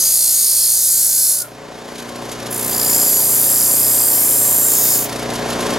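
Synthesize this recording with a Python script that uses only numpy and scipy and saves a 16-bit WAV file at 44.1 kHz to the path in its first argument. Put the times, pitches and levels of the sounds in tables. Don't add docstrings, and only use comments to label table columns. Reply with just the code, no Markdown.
import sys
import numpy as np
from scipy import signal
from scipy.fft import rfft, irfft, next_fast_len
from scipy.io import wavfile
from scipy.ndimage import uniform_filter1d, map_coordinates

SR = 44100
rng = np.random.default_rng(int(sys.argv[2]) if len(sys.argv) > 2 else 0)


def to_wav(sig):
    pcm = np.clip(np.atleast_2d(sig), -1, 1) * 32767
    pcm = np.round(pcm).astype(np.int16)
    wavfile.write(sys.argv[1], SR, pcm.T)


N = 255048
TIME = np.arange(N) / SR

# f/Hz, width/Hz, relative level/dB before SING_DB
PRESSED_HARD_MODES = [(4265, 230, -7.5), (4760, 259, -4.0), (6710, 60, 3.0), (8280, 130, 1.5),
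                      (8775, 84, 2.5), (9245, 99, -0.5), (9820, 100, 2.0), (10255, 102, 1.5),
                      (10470, 82, 1.0), (11010, 80, 3.0), (11145, 37, 4.5), (11480, 69, 4.0),
                      (11685, 84, 3.0), (12600, 92, -1.5), (13420, 259, -3.5), (13585, 259, -5.0)]
EASED_MODES = [(4405, 259, -9.0), (6705, 85, 1.0), (7140, 54, -2.0), (7445, 113, -4.5), (8280, 46, 5.5),
               (10210, 121, -1.5), (10350, 54, -0.5), (10535, 143, 3.5), (11115, 64, 6.5),
               (11455, 120, -0.5), (11690, 55, 3.0), (12145, 90, -1.0), (13420, 103, 0.0),
               (13650, 107, -4.5), (13800, 52, 0.0), (14350, 105, -7.5)]
TOUCHING_MODES = [(4750, 72, -9.0), (6300, 57, -6.5), (7120, 30, 1.5), (7485, 56, -3.5), (7595, 31, 1.0),
                  (9015, 118, -1.0), (9065, 80, -5.0), (10075, 72, -2.5), (11195, 131, 1.0),
                  (11345, 68, -3.5), (11505, 40, 2.5), (11690, 46, -4.0), (12485, 65, 0.0),
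                  (12770, 32, 1.5), (13440, 51, 2.0), (14370, 87, 0.0)]
SETTLED_MODES = [(7070, 115, -2.5), (7465, 106, 2.0), (7570, 44, 2.5), (8125, 41, 2.5), (8480, 73, -1.5),
                 (8825, 43, -1.5), (9050, 111, 4.0), (10095, 178, -3.0), (11250, 181, 4.0),
                 (11470, 58, 4.5), (11815, 259, -5.0), (12495, 88, 2.5), (12760, 57, 3.5),
                 (13415, 107, -1.0), (14345, 78, 3.5), (14520, 72, -1.0)]
LIFTING_MODES = [(4430, 50, -9.5), (4780, 80, -9), (5130, 90, -8), (5400, 130, -8), (6165, 73, -3.5),
                 (6615, 38, 5.0), (7140, 54, 3.0), (7455, 106, -3), (8550, 75, 0.5), (8975, 48, -0.5),
                 (9910, 192, -4.0), (11270, 31, 8.5), (11645, 78, -0.5), (12740, 93, 4.5),
                 (13400, 38, -1.5), (14030, 47, -0.5), (14240, 42, 5.5), (14345, 76, 7.0)]
# f/Hz, relative spectral level/dB
FIRST_SCRAPE = [(700, -44), (1200, -38), (1570, -28), (1950, -69), (2330, -22), (2700, -41), (3400, -22),
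                (4200, -9), (5300, -3.5), (8000, -1), (10500, -0.5), (12800, -2.5), (14000, -8.5),
                (15000, -11), (15600, -15)]
SECOND_SCRAPE = [(1500, -56), (3400, -29), (4300, -18.5), (5200, -13), (6500, -9.5), (9000, -10.5),
                 (11300, -8.5), (13800, -8), (15000, -36), (15600, -11.5)]
LAST_SCRAPE = [(1500, -43), (3300, -39), (3700, -9), (4200, -26), (4600, -16.5), (6500, -10.5), (9000, -7),
               (11300, -4.5), (13800, -14), (15000, -22), (15600, -5)]
HOLDS = [(PRESSED_HARD_MODES, FIRST_SCRAPE), (EASED_MODES, FIRST_SCRAPE),
         (TOUCHING_MODES, SECOND_SCRAPE), (SETTLED_MODES, SECOND_SCRAPE), (LIFTING_MODES, LAST_SCRAPE)]
# t/s at the middle, duration/s
HOLD_SHIFTS = [(0.732, .15), (1.998, .1), (3.313, 1), (4.714, 0.14)]
# touch t/s, lift t/s,
# time to press in/s, time to ease off/s, level/dB, slackening/(dB/s), shaft slowing/(turns/s)
TIP_PASSES = [(-0.17, 1.44, 0.33, 0.135, -15.5, 1.9, 2.2), (2.497, 5.068, 0.6, 0.12, -27.5, -0.17, 0.53)]
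LAST_BUMPS = [1.421, 5.029]
# start t/s, end t/s, f/Hz, level/dB
SQUEALS = [(-.05, 0.133, 6290, -25.5), (-.05, .16, 4740, -35), (0.283, 0.515, 6680, -28),
           (.82, 1.08, 8285, -30), (2.82, 3.14, 7000, -41.5), (3.09, 3.24, 6930, -38),
           (3.4, 4.126, 7560, -44), (4.75, 5.07, 14700, -51)]
# start t/s, end t/s, f/Hz, width/Hz, level/dB,
# place in the turn (0-1), roughness (0-1, from clean knocks to scratches)
CHATTERS = [(.3, .72, 4400, 200, -35, 0.67, .5), (0.397, 0.715, 5230, 400, -32, 0.25, .6),
            (2.7, 3.129, 4790, 220, -46, .25, 0.3), (2.696, 3.13, 5200, 300, -45.5, .22, 0.38),
            (3.065, 4.21, 4785, 130, -46.5, .3, .3), (3.46, 4.082, 5270, 260, -46.5, .3, .4),
            (4.02, 4.42, 5400, 200, -48.5, 0.2, .4), (4.624, 5.015, 7300, 600, -40.5, .9, 0.7),
            (4.71, 5.06, 5200, 1200, -55, .8, .9)]
# t/s, f/Hz, level/dB
DISC_WHINE = [(.6, 1570, -75), (.75, 1570, -56), (1.1, 1560, -54), (1.33, 1500, -55), (1.45, 1425, -58)]
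# multiple of half the shaft speed (rounded for pitch), then
# level/dB running free, under light load, under heavy load
HOUSING_ORDERS = [(5, -58, -56, -57), (6, -57, -59.5, -59), (7, -60, -64.5, -72), (8, -50.5, -57.5, -63),
                  (9, -63, -55, -69), (10.1, -53.5, -53, -58.5), (11, -70, -76, -70), (12, -54, -59.5, -62),
                  (14, -52.5, -51, -59), (15, -59.5, -59, -67), (16, -54, -71.5, -69), (18, -66, -61, -66),
                  (19, -56.5, -59, -64), (20, -64, -67, -57), (21, -60.5, -61.5, -63), (22, -61, -73, -60),
                  (23, -63, -61.5, -75), (24, -60, -63.5, -80), (25, -62.5, -65.5, -59),
                  (36, -60, -79, -71)]
LOAD_SAG = [0.056, 0.46, 1.0]
# f/Hz, relative spectral level/dB
CHURN_SPECTRUM = [(25, -19), (80, -11), (130, -7.5), (250, -6.5), (420, -0.5), (700, -2), (900, -4),
                  (1100, -2), (1350, -7), (1650, -6.5), (2000, -11.5), (3500, -13.5), (6500, -17),
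                  (11000, -38), (15000, -44)]
# f/Hz, relative spectral level/dB
RATTLE_SPECTRUM = [(1500, -4), (3700, 3.5), (5000, 2.5), (6700, 2.5), (8500, -2), (10500, -0.5),
                   (13000, -6), (15500, -41)]
# onset t/s, level/dB at the peak
LOUD_TICKS = [(1.98, -45), (1.998, -44), (2.314, -41.5), (2.398, -46.5), (2.464, -44.5), (5.3, -46),
              (5.334, -45), (5.352, -45), (5.501, -45.5), (5.604, -45), (5.702, -48), (5.735, -49)]
# f/Hz, t60/s
ROOM_T60 = [(100, 0.17), (1000, 0.18), (6000, 0.19), (15000, 0.27)]
# f/Hz, level/dB
ROOM_SEND = [(60, -18), (250, -16), (550, -6), (1200, -6), (2500, -8), (5000, -17), (9000, -9), (15000, -9)]
# f/Hz, level/dB
BALANCE = [(60, 2.5), (250, 0.4), (1000, 1.5), (2000, 0), (8000, -0.2), (13000, -0.5)]
# f/Hz, phase/rad
LEAD = [(0, 0), (260, -0.26), (1380, 0.021), (1890, -0.46), (6370, -0.68), (7580, 0.66), (8270, 0.61),
        (8960, -1.05), (9220, -0.41), (11500, -0.0032), (12100, 0.36), (12700, -0.4), (13100, -0.53),
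        (15500, -0.32)]

FREE_TURNS_PER_S, INERTIA_S = 59.68, 0.1503
CONTACT_S = 0.02
LIGHT_TOUCH_DB = -10
SWING_DB, LIGHT_SWING_DB = 0, 4
SING_DB = 2.5
TREMBLE_DB, TREMBLE_HZ = 1.5, 5.6
SHIMMER_DB, SHIMMER_SPACING_HZ = 3.0, 750
SHIMMER_DRIFT = 1.0
SQUEAL_WIDTH_HZ, SQUEAL_FADE_S = 27, 0.059
CHATTER_FADE_S, CHATTER_SCATTER_DB = 0.073, 0.8
SCRATCH_DECAY_TURNS = 0.11
WHINE_WIDTH_HZ = 110
RING_START_S, RING_END_S, RING_FADE_S = 1.35, 1.49, 0.036
RING_HZ, RING_DB = 1422, -46.5
# level/dB without slowing, drop/dB per turn per second of slowing
UNBALANCE, CHURNING, ROTOR = (-63.5, 1.5), (-43.5, 3.2), (-55.5, 0.5)
MAINS_HZ, MAINS_DB = 120, -66
BEAT_DIP_S = 1.81
WAVER_PER_ORDER = 0.024
RATTLE_START_S, RATTLE_BEFORE_DB, RATTLE_DB = 1.84, -56.5, -52
SMALL_TICK_SHARE, SMALL_TICK_DB = 0.33, -49
TICK_PEAK_S = 0.0037
TOP_HZ = 15820


def amp(db):
    return 10 ** (np.asarray(db) / 20)


def unit(x):
    return x / np.sqrt(np.mean(x ** 2) + 1e-20)


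def along(points, hz):
    f, value = np.transpose(points)
    return np.interp(np.log(hz + 1), np.log(f), value)


def wobble(rate):
    knots = rng.standard_normal(int(N * rate / SR) + 4)
    return map_coordinates(knots, [TIME * rate])


def filtered(x, gain):
    size = next_fast_len(N + 8192)
    hz = np.fft.rfftfreq(size, 1 / SR)
    return irfft(rfft(x, size) * gain(hz), size)[..., :N]


def noise(spectrum):
    return unit(filtered(rng.standard_normal(N), lambda hz: amp(along(spectrum, hz))))


def pulses(times, heights, size=16):
    at = times[:, None] * SR
    index = np.floor(at).astype(int) + np.arange(1 - size // 2, 1 + size // 2)
    shape = np.sinc(index - at) * np.cos(np.pi * (index - at) / size) ** 2
    inside = (index >= 0) & (index < N)
    return np.bincount(index[inside], (heights[:, None] * shape)[inside], N)


def ramp(start, length):
    return np.clip((TIME - start) / length, 0, 1)


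def spell(start, end, fade):
    return ramp(start, fade) * (1 - ramp(end - fade, fade))


def resonance(force, hz, width_hz):
    t = TIME[:SR // 10]
    response = np.sin(2 * np.pi * hz * t) * np.exp(-np.pi * width_hz * t)
    return unit(signal.fftconvolve(force, response)[:N])


def hand():
    strength = lightness = braking = 0
    for touch, lift, press_s, ease_s, db, slackening_db, slowing in TIP_PASSES:
        contact = spell(touch, lift, CONTACT_S)
        light = 1 - ramp(touch, press_s) * (1 - ramp(lift - ease_s, ease_s))
        slack_db = slackening_db * np.maximum(TIME - touch - press_s, 0)
        push = contact * amp(LIGHT_TOUCH_DB * light - slack_db)
        strength = strength + amp(db) * push
        lightness = lightness + contact * light
        braking = braking + slowing * push
    return strength, lightness, braking


def shaft(braking):
    keep = np.exp(-1 / (INERTIA_S * SR))
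    sag = signal.lfilter([1 - keep], [1, -keep], braking, zi=[braking[0] / 2])[0]
    speed = (FREE_TURNS_PER_S - sag) * (1 + 0.000241 * wobble(8))
    return sag, np.cumsum(speed) / SR


def grit(turns, memory, spread_db, count):
    laps = np.arange(-1, 350)[:, None]
    place = laps + (np.arange(count) + rng.random(count)) / count
    draw = rng.standard_normal((2, len(laps) + 40, count))
    carried = signal.lfilter([np.sqrt(1 - memory ** 2)], [1, -memory], draw, axis=1)
    bite, height = carried[:, -len(laps):]
    strength = np.tanh(2 * bite) * amp(spread_db * np.minimum(height, 2))
    passing = (place > 0) & (place < turns[-1])
    return unit(pulses(np.interp(place[passing], turns, TIME), strength[passing]))


def rod(modes, scrape, hz):
    power = amp(along(scrape, hz)) ** 2
    for (centre, width, db), (drift, swell) in zip(modes, rng.standard_normal((len(modes), 2))):
        detuning = 2 * (hz - centre - TREMBLE_HZ * drift) / width
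        power = power + amp(db + SING_DB + TREMBLE_DB * swell) ** 2 / (1 + detuning ** 2)
    return power / power.mean()


def causal(power):
    cepstrum = irfft(np.log(power) / 2)
    half = len(cepstrum) // 2
    cepstrum[1:half] *= 2
    cepstrum[half + 1:] = 0
    return irfft(np.exp(rfft(cepstrum)))


def held_rod(force, size=4096):
    hz = np.fft.rfftfreq(size, 1 / SR)
    force = np.pad(force, (size, 2 * size))
    out = np.zeros(N + 4 * size)
    window = np.hanning(2 * size)
    for at in range(0, N + size, size):
        shifts = [np.clip((at / SR - s) / length + .5, 0, 1) for s, length in HOLD_SHIFTS]
        shifted = [1] + shifts + [0]
        shares = [max(a - b, 0) for a, b in zip(shifted, shifted[1:])]
        power = sum(share * rod(*hold, hz) for share, hold in zip(shares, HOLDS))
        ring = signal.fftconvolve(force[at:at + 2 * size] * window, causal(power))
        out[at:at + len(ring)] += ring
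    return unit(out[size:size + N])


def shimmer(x, turns):
    out = 0
    for centre in np.arange(0, TOP_HZ + SHIMMER_SPACING_HZ, SHIMMER_SPACING_HZ):
        band = filtered(x, lambda hz: np.maximum(1 - np.abs(hz - centre) / SHIMMER_SPACING_HZ, 0))
        moment = 2 * np.pi * rng.random() + SHIMMER_DRIFT * wobble(2.04)
        out = out + band * amp(SHIMMER_DB * np.cos(2 * np.pi * turns + moment))
    return unit(out)


def grinding(turns, strength, lightness):
    swing_db = SWING_DB + (LIGHT_SWING_DB - SWING_DB) * lightness
    high_point = np.where(TIME < TIP_PASSES[1][0], *np.interp(LAST_BUMPS, TIME, turns))
    pressure = amp(swing_db * np.cos(2 * np.pi * (turns - high_point)))
    pressure /= np.sqrt(np.i0(swing_db * np.log(10) / 10))
    force = grit(turns, memory=0.86, spread_db=3.6, count=180)
    return strength * shimmer(held_rod(force * pressure), turns)


def squeals():
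    out = 0
    for start, end, hz, db in SQUEALS:
        mode = resonance(rng.standard_normal(N), hz, SQUEAL_WIDTH_HZ)
        out = out + amp(db) * spell(start, end, SQUEAL_FADE_S) * mode
    return out


def tones(turns, sag, sway_db):
    out = 0
    for order, *levels in HOUSING_ORDERS:
        level = amp(np.interp(sag, LOAD_SAG, levels) + sway_db * wobble(4.885))
        flutter = 2 * np.pi * rng.random() + WAVER_PER_ORDER * order * wobble(14)
        out = out + np.sqrt(2) * level * np.sin(np.pi * round(order) * turns + flutter)
    return out


def beating(turns, sag):
    slip = MAINS_HZ * TIME - 2 * turns
    slip = slip - np.interp(BEAT_DIP_S, TIME, slip)
    rotor = unit(np.sin(4 * np.pi * turns))
    mains = unit(np.sin(2 * np.pi * (2 * turns + slip)))
    free_db, drop_db = ROTOR
    return amp(free_db - drop_db * sag + 1.5 * wobble(3.7)) * rotor - amp(MAINS_DB) * mains


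def motor(turns, sag):
    unbalance_db, churn_db = [free_db - drop_db * sag for free_db, drop_db in (UNBALANCE, CHURNING)]
    rock_db = 1.0 * np.cos(np.pi * turns)
    turn_db = 0.84 * np.cos(2 * np.pi * turns)
    half_turn_db = 1.0 * np.cos(4 * np.pi * turns)
    throb = unit(amp(rock_db + turn_db + half_turn_db))
    unbalance = amp(unbalance_db + 1.2 * wobble(8)) * unit(np.sin(2 * np.pi * turns))
    churn = amp(churn_db) * throb * noise(CHURN_SPECTRUM)
    return unbalance + tones(turns, sag, sway_db=1.0) + beating(turns, sag) + churn


def rattle(turns):
    level_db = np.where(TIME < RATTLE_START_S, RATTLE_BEFORE_DB, RATTLE_DB)
    size = amp(level_db) * unit(amp(2.2 * np.cos(np.pi * turns) + 2.2 * wobble(25)))
    rocks = np.interp(np.arange(0, turns[-1], 2), turns, TIME)
    ticking = (rocks > RATTLE_START_S) & (rng.random(len(rocks)) < SMALL_TICK_SHARE)
    small_ticks = [(s, SMALL_TICK_DB) for s in rocks[ticking]]
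    for s, db in LOUD_TICKS + small_ticks:
        age = np.maximum(TIME - s, 0) / TICK_PEAK_S
        size = size + amp(db) * age * np.exp(1 - np.minimum(age, 20))
    return size * noise(RATTLE_SPECTRUM)


def high_spot(turns):
    out = 0
    for start, end, hz, width_hz, db, place, rough in CHATTERS:
        times = np.interp(np.arange(int(turns[-1])) + place, turns, TIME)
        knocks = pulses(times, amp(CHATTER_SCATTER_DB * rng.standard_normal(len(times))))
        scratch = np.exp(-((turns - place) % 1) / SCRATCH_DECAY_TURNS) * rng.standard_normal(N)
        clean_ping = resonance(knocks, hz, width_hz)
        rough_ping = resonance(scratch, hz, width_hz)
        ping = (1 - rough) * clean_ping + rough * rough_ping
        ping = unit(filtered(ping, lambda f: 1 / (1 + ((f - hz) / (2 * width_hz)) ** 4)))
        out = out + amp(db) * spell(start, end, CHATTER_FADE_S) * ping
    return out


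def disc_whine(turns):
    when, pitches, levels = np.transpose(DISC_WHINE)
    hz, db = np.interp(TIME, when, pitches), np.interp(TIME, when, levels)
    speed = np.gradient(turns) * SR
    lines = 0
    for k in range(23, 30):
        detuning = (k * speed - hz) / WHINE_WIDTH_HZ * 2
        lines = lines + np.sin(2 * np.pi * (k * turns + rng.random())) / np.sqrt(1 + detuning ** 2)
    return spell(when[0], RING_END_S, RING_FADE_S) * amp(db) * unit(lines)


def disc_ring():
    level = spell(RING_START_S, RING_END_S, RING_FADE_S) * amp(RING_DB + 2.4 * wobble(65.0))
    waver = 1.2 * wobble(80)
    return level * np.sin(2 * np.pi * RING_HZ * TIME + waver)


def workshop(x):
    hz, t, z = signal.stft(rng.standard_normal((2, SR // 3)), SR, nperseg=256)
    t60 = along(ROOM_T60, hz)[:, None]
    tail = signal.istft(z * amp(-60 * t / t60) / np.sqrt(t60), SR, nperseg=256)[1]
    send = filtered(x, lambda f: amp(along(ROOM_SEND, f)))
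    return signal.fftconvolve(send[None], tail / np.linalg.norm(tail[0]), axes=1)[:, :N]


def microphones(hz):
    half = np.array([[.5], [-.5]])
    return amp(half * along(BALANCE, hz)) * np.exp(1j * half * along(LEAD, hz))


def scene():
    strength, lightness, braking = hand()
    sag, turns = shaft(braking)
    rod_sound = grinding(turns, strength, lightness) + squeals() + high_spot(turns)
    disc_sound = disc_whine(turns) + disc_ring()
    near = rod_sound + disc_sound + motor(turns, sag) + rattle(turns)
    return filtered(near + workshop(near), microphones)


def gain_control(x, target_db, recovery_db):
    power = np.abs(uniform_filter1d(np.mean(x ** 2, axis=0), SR // 10))
    allowed_db = target_db - 10 * np.log10(power + 1e-12)
    climb_db = recovery_db * TIME
    return x * amp(np.minimum.accumulate(allowed_db - climb_db) + climb_db)


def record(dry):
    levelled = gain_control(dry, target_db=-13, recovery_db=7.0)
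    return filtered(levelled, lambda hz: hz < TOP_HZ)


dry = scene()
out = record(dry)
to_wav(out)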